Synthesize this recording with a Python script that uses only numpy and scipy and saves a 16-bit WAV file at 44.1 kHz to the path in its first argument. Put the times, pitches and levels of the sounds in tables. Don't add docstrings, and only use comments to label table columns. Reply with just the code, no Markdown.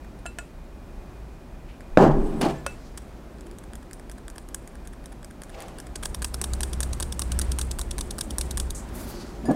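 import sys
import numpy as np
from scipy import signal
from scipy.fft import rfft, irfft
from scipy.io import wavfile
from scipy.ndimage import uniform_filter1d

SR = 44100
rng = np.random.default_rng(int(sys.argv[2]) if len(sys.argv) > 2 else 0)


def field_ratio(decibels):
    return 10 ** (np.asarray(decibels, dtype=float) / 20)


def unload_audio(sound):
    columns = np.transpose(np.atleast_2d(sound))
    steps = np.round(np.clip(columns, -1, 1) * 32767)
    wavfile.write(sys.argv[1], SR, steps.astype(np.int16))


N = 421155
T = np.arange(N) / SR


def unit(x):
    return x / np.sqrt(np.mean(x ** 2))


def body(x, peaks):
    out = 0
    for k, (hz, width_hz, db) in enumerate(peaks):
        b, a = signal.iirpeak(hz, hz / width_hz, SR)
        out = out + (-1) ** k * field_ratio(db) * signal.lfilter(b, a, x)
    return out


def noisy(peaks):
    return unit(body(rng.standard_normal(N), peaks))


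def butterworth(x, order, hz, kind="low"):
    return signal.sosfilt(signal.butter(order, hz, kind, fs=SR, output="sos"), x)


def fade(x, t60):
    return signal.lfilter([1], [1, -np.exp(-np.log(1000) / (t60 * SR))], x)


def strikes(times, gains):
    x = np.zeros(N)
    np.add.at(x, (np.asarray(times) * SR).astype(int), gains)
    return x


def walk(rate_hz):
    k = int(SR / rate_hz)
    stairs = np.repeat(rng.standard_normal(N // k + 1), k)
    return unit(uniform_filter1d(uniform_filter1d(stairs, k), k)[:N])


def wavering_tone(hz, depth, rate_hz):
    return np.sqrt(2) * np.sin(2 * np.pi * np.cumsum(hz * (1 + depth * walk(rate_hz))) / SR)


def swells(rows, rise_s=1., fall_s=1.):
    t, power = T[::32], 0
    for row in rows:
        start, end, db, rise, fall = (*row, rise_s, fall_s)[:5]
        before = np.maximum(start - t, 0) / rise
        after = np.maximum(t - end, 0) / fall
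        power = power + field_ratio(db - 20 * before - 20 * after) ** 2
    return np.interp(T, t, np.sqrt(power))


# pitch_hz, level_db (per Hz)
AIR = [(31, -28.5), (52, 3.5), (80, -12.5), (243, -12), (309, -16), (349, -13.5), (454, -21.5),
       (578, -19.5), (2510, -37), (2830, -39.5), (7250, -46.5), (9010, -47.5), (16400, -54.5)]
# start_s, end_s, level_db, and if not shared rise_s, fall_s
AIR_DB = [(0, 9.5, -45), (2.2, 2.5, -43), (6.5, 8.5, -43, 1.5, 1), (9, 9, -37.5),
          (9.55, 9.55, -37, 0.3, .3)]
# pitch_hz, level_db
WHINE = [(2444, -66.5)]
# start_s, end_s, level_db, rise_s, fall_s
WHINE_DB = [(0, 2.6, -5, .1, 1.1), (0, 9.55, -8.5, .1, .1)]


def air():
    hz = np.maximum(np.fft.rfftfreq(N, 1 / SR), 1)
    points = np.array(AIR)
    colour = field_ratio(np.interp(np.log(hz), np.log(points[:, 0]), points[:, 1]))
    rumble = unit(irfft(rfft(rng.standard_normal(N)) * colour, N))
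    level = field_ratio(2.5) * swells(AIR_DB, rise_s=0.59, fall_s=0.75) * field_ratio(0.47 * walk(5))
    whine = swells(WHINE_DB) * sum(field_ratio(db) * noisy([(f, 20, 0)]) for f, db in WHINE)
    hiss = field_ratio(-81) * noisy([(13100, 6500, 0)])
    return level * rumble + whine + hiss


# start_s, end_s, level_db, and if not shared rise_s, fall_s
HUM = [(6.02, 6.25, -39.5), (6.48, 6.98, -30.5), (7.346, 7.5, -25.5), (8, 8, -34.5, .3, 0.2),
       (8.32, 8.68, -32.5, .15, .11), (8.9, 9.0, -41, 0.5, .08)]
SWAY = [(0, 9.55, -43), (1.1, 1.15, -41), (2.3, 2.7, -38, .2, .3), (6.46, 7.2, -36), (7.6, 7.6, -34),
        (8.2, 8.7, -34.5, 1.5, .4)]
ROCK = [(1.935, 2.09, -25, .03, .3), (2.13, 2.21, -17.5, .08, .25)]
STIR = [(3.47, 3.47, -45.5), (4.18, 4.18, -50.5), (4.52, 4.5, -47, .07, 0.2), (5.65, 5.6, -51.5),
        (6.1, 7.5, -51.5), (8.09, 8.6, -44.5), (9, 10, -43, .1, 0.5)]
# pitch_hz, width_hz, level_db
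STIR_MODES = [(167, 16, -14), (217.4, 13.6, -10), (349.6, 40, -9.5)]


def worktop():
    hum = wavering_tone(63.9, 0.02, 12) * field_ratio(0.75 * walk(9)) + field_ratio(-7) * noisy([(61, 26, 0)])
    shaking = swells(HUM, rise_s=0.38, fall_s=0.52)
    upper = np.sqrt(shaking) * noisy([(101, 21, 1), (131, 17, -0.5), (178, 24, -5.5), (230, 23, -11.0)])
    sway = unit(body(noisy([(31.8, 29, 0)]), [(34.0, 19.5, 0)]))
    sway = field_ratio(-2.5) * swells(SWAY, rise_s=1.5, fall_s=1.6) * sway
    rock_hz, crest_s = 18.6, 2.143
    turn = 2 * np.pi * rock_hz * (T - crest_s)
    rock = swells(ROCK) * (np.cos(turn) + field_ratio(-7) * np.cos(2 * turn))
    stir = swells(STIR, rise_s=0.55, fall_s=0.44) * noisy(STIR_MODES)
    return rock + shaking * hum + field_ratio(-29.5) * upper + sway + stir


def strokes(tables, kinds):
    taps = []
    for rows, (rim_db, palm_db, wires_db, loss, drift_db, ms, *graze) in zip(tables, kinds):
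        mid_s, mid_db = np.mean(rows, axis=0)[:2]
        for s, db, *own_ms in rows:
            lost_db = loss * (db - mid_db)
            palm_now_db = palm_db - lost_db + drift_db * (s - mid_s)
            taps.append((s, db, rim_db - lost_db, palm_now_db, (*own_ms, ms)[0], wires_db, *graze))
    return taps


# pitch_hz, width_hz, level_db
MESH = [(8140, 700, -1.5), (9550, 1180, -2)]
WIRES = [(5560, 560, -0.38), (6720, 840, -2.6)]
TOP = [(11440, 1550, 0.5), (13300, 2000, -6.5), (15000, 1300, -9.5)]
SCATTER = [(8300, 5000, 0)]
FLOUR = [(8200, 2700, 0.79), (9940, 1900, -1.9)]
DUST = [(5200, 3500, 0.5), (12000, 4500, -1.5)]


def sieve(taps, rim, palm, dust_db, grit_db, echo_db, scatter_db, scatter_t60, sift_db, sift_t60, ping_db):
    s, energy_db, rim_db, palm_db, ms, wires_db, graze_ms, graze_db = np.array(taps, float).T[:, :, None]
    early = 260
    t_ms = (np.arange(2000) - early) * 1000 / SR

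    def touch(delay_ms, rise_ms):
        u = np.maximum(t_ms - delay_ms, 0) / rise_ms
        return u * np.exp(-u)

    rise = np.maximum(ms, .15)
    graze = field_ratio(graze_db) * touch(-graze_ms, 1.0)
    bounce = field_ratio(echo_db) * touch(4.8, np.maximum(rise, .9))
    contact = graze + touch(0, rise) + bounce
    grit = field_ratio(grit_db * rng.exponential(size=contact.shape))
    contact = contact * rng.standard_normal(contact.shape) * grit

    rattle = 0
    for peaks, db in ((MESH, 0), (WIRES, wires_db), (TOP, -9.5), (rim, rim_db), (palm, palm_db)):
        part = 0
        for k, mode in enumerate(peaks):
            uneven = field_ratio(2.2 * rng.standard_normal(ms.shape))
            part = part + (-1) ** k * uneven * body(contact, [mode])
        energy = np.sum(part ** 2, axis=1, keepdims=True) * 1000 / SR
        rattle = rattle + field_ratio(energy_db + db) * part / np.sqrt(energy)
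    out = np.zeros(N + SR)
    np.add.at(out, (s * SR).astype(int) - early + np.arange(len(t_ms)), field_ratio(-1.03) * rattle)

    starts = uniform_filter1d(strikes(s[:, 0], field_ratio(energy_db[:, 0])), 150) * 150
    scatter = fade(starts, scatter_t60) / 150 * unit(body(noisy(SCATTER), SCATTER))
    flour = unit(body(noisy(FLOUR), FLOUR)) + field_ratio(dust_db) * noisy(DUST)
    sift = fade(starts, sift_t60) / 150 * flour
    hiss = (field_ratio(scatter_db) * scatter + field_ratio(sift_db) * sift) * field_ratio(2.4 * walk(150))
    springs = (rng.random(N) < 70 / SR) * rng.standard_normal(N)
    pings = fade(starts, 0.26) / 150 * body(springs, [(9350, 250, 0)])
    return out[:N] + hiss + field_ratio(ping_db) * pings


# start_s, energy_db (rattle, per ms), rim_db and
# palm_db (over rattle), contact_ms
TICKS = [(0.045, -56, 5, 14, 1.4), (0.1866, -52, -1.5, -4, 3.44), (1.807, -49.5, 1, 12, 0.17),
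         (2.4115, -24.5, 4.5, 2, 2.3), (2.447, -35, 8, 5, 3.2), (2.478, -44, 5, 2.5, 2.1),
         (2.509, -48, 1.5, 2.5, 1.1), (6.0265, -38, -2, 3, .8), (6.049, -38, -3, -3, .8),
         (2.974, -29, -6, -5.5, 2.1), (3.018, -50, -4.6, 3, 2.41), (3.5121, -46, 0.1, 1.5, .64),
         (4.3811, -33, -3, 0, 0.49), (4.5447, -21.5, -12, -8, 0.82), (8.887, -45.5, -8, 0, 1.9),
         (9.5102, -37, -5, -7, 3.04)]
# wires_db (over rattle), graze_ms (early), graze_db
STRAY = (-5.5, 1.1, -40)
# start_s, energy_db (per ms), contact_ms
SLAPS_FULL = [(3.3837, -53, .63), (3.7338, -39, .61), (3.9105, -41.5, .65), (4.0963, -37.5, .53),
              (4.2808, -36, .78), (4.8481, -48, 3.2), (5.0386, -50, 1.43), (5.227, -45.7, 1.0),
              (5.4186, -35, .68), (5.6039, -35.4, 0.47), (5.784, -35, .8)]
# start_s, energy_db (per ms)
REBOUNDS_FULL = [(3.4085, -43), (3.585, -38), (3.7538, -37), (3.9314, -34), (4.1146, -37), (4.2996, -37.5),
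                 (4.487, -40), (4.675, -38.5), (4.8734, -37), (5.0579, -36), (5.2455, -36), (5.4346, -35.5),
                 (5.622, -36), (5.8005, -33)]
RETURNS_FULL = [(3.4668, -46), (3.637, -45.4), (3.8268, -50), (3.9958, -43.5), (4.1812, -45),
                (4.3589, -42.4), (4.7533, -44.5), (4.9325, -46), (5.1242, -42.7), (5.3085, -44),
                (5.4987, -42), (5.6824, -40.5), (5.8678, -41)]
# rim_db, palm_db, wires_db (over rattle), loss (dB of rim and palm per dB of extra force),
# palm_drift (dB per s), contact_ms, graze_ms (early), graze_db
STROKES_FULL = [
    (-2.5, 2, -11, .2, -0.5, .55, 1.1, -40),
    (-8, -4, -3.5, 0, 0, 0.56, 1.1, -40),
    (-4.5, 5, -6, 0.5, 0.1, 1.1, 4.1, -8),
]
# pitch_hz, width_hz, level_db
RIM_FULL = [(2500, 800, -4.5), (3250, 500, 0.5), (3900, 500, -2.5), (4700, 600, -3)]
PALM_FULL = [(350, 145, -5), (720, 400, -6), (1150, 400, -5), (1650, 260, 0.5)]


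def loaded_sieve():
    taps = strokes([SLAPS_FULL, REBOUNDS_FULL, RETURNS_FULL], STROKES_FULL)
    taps += [(*tick, *STRAY) for tick in TICKS]
    return sieve(taps, RIM_FULL, PALM_FULL, dust_db=-8, grit_db=4, echo_db=-18,
                 scatter_db=-22, scatter_t60=0.1, sift_db=-36, sift_t60=0.45, ping_db=12)


def clink(hits, modes):
    s, peak_db, crack_db = np.array(hits, float).T
    blow = strikes(s, field_ratio(peak_db))
    ring = 0
    for k, (hz, db, t60) in enumerate(modes):
        pole = np.exp(2j * np.pi * hz / SR - np.log(1000) / (t60 * SR))
        ring = ring + (-1) ** k * field_ratio(db) * signal.lfilter([1], [1, -pole], blow).imag
    cracks = strikes(s, field_ratio(peak_db + crack_db))
    crack = fade(cracks, 0.021) + field_ratio(-23) * fade(cracks, 0.41)
    return ring + crack * noisy([(980, 940, 4.0), (2310, 2800, -0.8), (8900, 2200, -4.0)])


# start_s, peak_db, crack_db (over ring)
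BOWL_HITS = [
    [(.256, -31.5, -11)],
    [(0.262, -28.5, -4.5)],
    [(.386, -28.5, 0)],
    [(2.664, -22.5, 0)],
    [(2.585, -52, -20), (2.72, -54, -20)],
]
# pitch_hz, level_db, ring_s
BOWL = [
    [(682, 3.5, 0.048), (1410, -4, 0.13), (1712, -4, 0.061)],
    [(2664, -8, 0.16), (2950, -8, .03), (4080, -25, .19), (7531, -9.5, 0.095), (8150, -21, .11),
     (8662, -17, 0.074), (9400, -19, 0.098)],
    [(680, -2, 0.036), (1427, -6, 0.11), (1744, -2, 0.038), (2590, -14, 0.14), (2645, -19, 0.21),
     (2980, -11, .03), (5790, -28, 0.13), (7068, -21, .15), (8020, -11, .08)],
    [(550, -4, 0.063), (1090, 2.5, 0.02), (1450, -8, 0.089), (2632, -9, 0.17), (2640, -17, 0.17),
     (5800, -23, 0.12), (8145, -24, .08), (9335, -27, .08)],
    [(7531, 0, .08)],
]


def bowl_clinks():
    return sum(map(clink, BOWL_HITS, BOWL))


# start_s, end_s, level_db, rise_s, fall_s
RUBS = [(8.749, 8.76, -38.5, .003, .09), (8.956, 9.05, -46, .025, .03), (9.09, 9.105, -47, .05, 0.061),
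        (9.07, 9.23, -54.5, .11, .15), (8.97, 9.2, -52, .05, .4), (1.688, 1.688, -54, .027, .11),
        (2.85, 2.85, -62, .3, .35), (8.8, 9.27, -54.5, 0.22, 0.25)]
# pitch_hz, width_hz
RUB_TONE = [(7650, 3800), (10900, 8300), (12000, 8300), (4600, 1000), (4870, 7100), (2570, 1500),
            (4800, 4000), (1140, 1000)]


def rubs():
    hiss = 0
    for row, tone in zip(RUBS, RUB_TONE):
        peak = [(*tone, 0)]
        hiss = hiss + swells([row]) * unit(body(noisy(peak), peak))
    return hiss * field_ratio(2.0 * walk(60))


# start_s, level_db, push_ms, swing_back_db
BLOWS = [
    (1.9734, 10, 1.01, -8.5),
    (2.0398, -2.5, 1.37, -0.5),
    (2.0604, -6, 1.8, 1),
    (2.664, -34, 0.63, 0.2),
]
# start_s, end_s, level_db, rise_s, fall_s
BOOMS = [(1.974, 2.085, -14, .002, 0.081), (2.16, 2.22, -23.5, 0.092, .2), (2.37, 2.45, -30.5, .18, .02),
         (2.412, 2.482, -23.5, .002, .1), (5.596, 5.4, -51, .4, .6)]
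KNOCKS = [(1.974, 2.05, -15.5, .002, 0.13), (2.2, 2.41, -41, .2, .02), (2.414, 2.46, -24, .004, .11),
          (5.57, 5.62, -41, 0.073, .25)]
CLATTERS = [(1.974, 2.04, -39.5, .002, .13), (1.976, 1.98, -39.5, .002, .04), (2.26, 2.33, -57, .2, .3),
            (2.412, 2.4, -30, .002, 0.054), (2.43, 2.465, -39, .02, .14), (5.57, 5.62, -50, .09, .3)]
DRONE = [(2.09, 2.096, -18.5, .125, .13), (2.45, 2.52, -34, .15, .13)]
# pitch_hz, width_hz, level_db
BOOM = [(157, 51, -7.5), (226, 35, -2), (296, 81.5, -5), (411, 43.4, -4.5)]
KNOCK = [(517, 122, -0.5), (652, 68, 2.5), (792, 77, 1.5), (1110, 360, -9), (1660, 280, -14)]
CLATTER = [(1890, 1240, -0.5), (3140, 940, 1.5), (4630, 2000, -6), (8250, 2300, -11), (11000, 3400, -17.5)]


def door_bangs():
    push = np.zeros(N)
    for s, db, ms, back_db in BLOWS:
        u = np.arange(-.4, 2, 1000 / (ms * SR))
        suck = -.25 * np.sin(np.pi * u / u[0])
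        swing = np.sin(np.pi * u) * field_ratio(back_db * (u > 1))
        start = int((s + u[0] * ms / 1000) * SR)
        push[start:][:len(u)] += field_ratio(db) * np.where(u < 0, suck, swing)
    push = butterworth(push, 2, 2600)
    boom = unit(butterworth(noisy(BOOM), 3, [125, 1500], "band"))
    knock = unit(butterworth(noisy(KNOCK), 3, 1900))
    clatter = unit(body(noisy(CLATTER), [(3000, 14000, 0)])) * field_ratio(2.2 * walk(120))
    tails = swells(BOOMS) * boom + swells(KNOCKS) * knock + swells(CLATTERS) * clatter
    drone = (T > BLOWS[0][0]) * swells(DRONE) * wavering_tone(151, 0.03, 24.84)
    return push + tails + drone


# pitch_hz, level_db
SHIVER = [(8016, -64.5), (9329, -66), (10664, -72), (12005, -74)]
# start_s, end_s, level_db, rise_s, fall_s
SHIVER_DB = [(2.27, 2.29, 3, .15, .12), (2.37, 2.41, 3, .05, .03), (2.45, 2.5, 0.5, .05, 0.1)]


def glass_shiver():
    return swells(SHIVER_DB) * sum(field_ratio(db) * noisy([(hz, 40, 0)]) for hz, db in SHIVER)


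# start_s, end_s, level_db, rise_s, fall_s
SQUEAK = [
    (2.5, 2.6, -58, .08, .08),
    (9.457, 9.52, -45.5, .004, .09),
]


def hinge_squeak():
    return swells(SQUEAK) * wavering_tone(1720, 0.02, 90) * field_ratio(2.5 * walk(90))


# start_s, level_db
HOOK = [(6.148, 4), (6.344, 0), (7.321, -2), (8.11, -2), (8.511, 4), (8.706, 3), (4.488, -9)]


def hook():
    lag_s, gain_db = .0015, 25
    s, db = np.transpose([(s + lag_s, db + gain_db) for s, db in REBOUNDS_FULL] + HOOK)
    return body(strikes(s, field_ratio(db)), [(11500, 60, 0)])


# start_s, energy_db (per ms), contact_ms
SLAPS_EMPTY = [(6.0295, -32, 1.1), (6.034, -27.5, .7), (6.2195, -28, .8), (6.2238, -25.5, .7),
               (6.4142, -17.5, .72), (6.6062, -21.5, .6), (6.8045, -16.5, .45), (7.0002, -22.5, .45),
               (7.0047, -24.5, .7), (7.1932, -17, 0.65), (7.3897, -16, 0.32), (7.5866, -19.5, .4),
               (7.5917, -24.5, .7), (7.7865, -28.5, .6), (7.7924, -23.5, 0.53), (7.9817, -24, .5),
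               (7.9875, -26.5, 0.64), (8.1823, -27, .8), (8.1875, -25, .6), (8.3833, -15, .5),
               (8.5725, -20, .8), (8.5772, -25, .6)]
# start_s, energy_db (per ms)
REBOUNDS_EMPTY = [(6.055, -20), (6.245, -18.5), (6.4407, -20), (6.6315, -18), (6.8301, -20.5),
                  (7.0254, -20), (7.218, -20), (7.4149, -20.5), (7.6133, -20.5), (7.8133, -24.5),
                  (8.009, -21.5), (8.2096, -18), (8.4114, -19), (8.5994, -19.5)]
RETURNS_EMPTY = [(5.9576, -26), (6.146, -25), (6.3424, -23), (6.5351, -24), (6.7324, -26.5),
                 (6.9317, -25.5), (7.124, -24.5), (7.319, -22.5), (7.5178, -23), (7.713, -23.5),
                 (7.9115, -23.5), (8.1086, -24.5), (8.3065, -27), (8.5102, -25), (8.7053, -25)]
STROKES_EMPTY = [
    (-9.5, -5, -8, 0.68, -1.5, 1.1, 1.1, -40),
    (-4, -9, -5, .25, -3, 1.07, 1.64, -7),
    (-3.5, -10, -3, .2, -5, 0.75, 3.0, -11),
]
# pitch_hz, width_hz, level_db
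RIM = [(2700, 870, -8), (3460, 350, 3.5), (3830, 380, 2.5), (4710, 400, 1.5)]
PALM = [(348, 150, -5), (710, 500, -7), (1103, 473, 0.5), (1263, 330, -1), (1597, 224, -4)]


def empty_sieve():
    taps = strokes([SLAPS_EMPTY, REBOUNDS_EMPTY, RETURNS_EMPTY], STROKES_EMPTY)
    return sieve(taps, RIM, PALM, dust_db=-6, grit_db=3, echo_db=-13,
                 scatter_db=-22.5, scatter_t60=0.1, sift_db=-34.0, sift_t60=.36, ping_db=10)


# start_s, peak_db, crack_db (over ring)
RIM_HIT = [(9.455, -40.5, -2)]
# pitch_hz, level_db, ring_s
STEEL = [(4856, -4, 0.11), (5060, -16, .2), (6955, -11, 0.35), (9362, -4, .1), (9889, -10, .15),
         (10660, -14, .15), (12000, -20, .15)]


def rim_clink():
    return clink(RIM_HIT, STEEL)


# start_s, end_s, level_db, rise_s, fall_s
THUD = [
    (9.455, 9.483, -32.5, .04, .011),
    (9.49, 9.517, -14.5, .012, .018),
    (9.53, 9.55, -26, .011, .1),
]
# pitch_hz, width_hz, level_db
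THUD_MODES = [(158, 48, 0.5), (243, 67, 6.5), (372, 53, 2.5), (600, 145, -5.5), (790, 140, -8.5),
              (960, 200, -18)]


def end_thud():
    return swells(THUD) * unit(butterworth(noisy(THUD_MODES), 3, 1150))


def scene():
    room = air() + worktop() + door_bangs() + glass_shiver() + hinge_squeak()
    sieving = loaded_sieve() + empty_sieve() + hook()
    bowl_and_hands = bowl_clinks() + rubs() + rim_clink() + end_thud()
    return (room + sieving + bowl_and_hands)[None]


def roll_off(x):
    return signal.sosfilt(signal.butter(12, 16600, fs=SR, output="sos"), x)


def record(dry):
    top = signal.ellip(8, .5, 70, 15750, fs=SR, output="sos")
    mix = np.clip(signal.sosfilt(top, dry), -1, 1)
    return roll_off(mix)


dry = scene()
out = record(dry)
unload_audio(out)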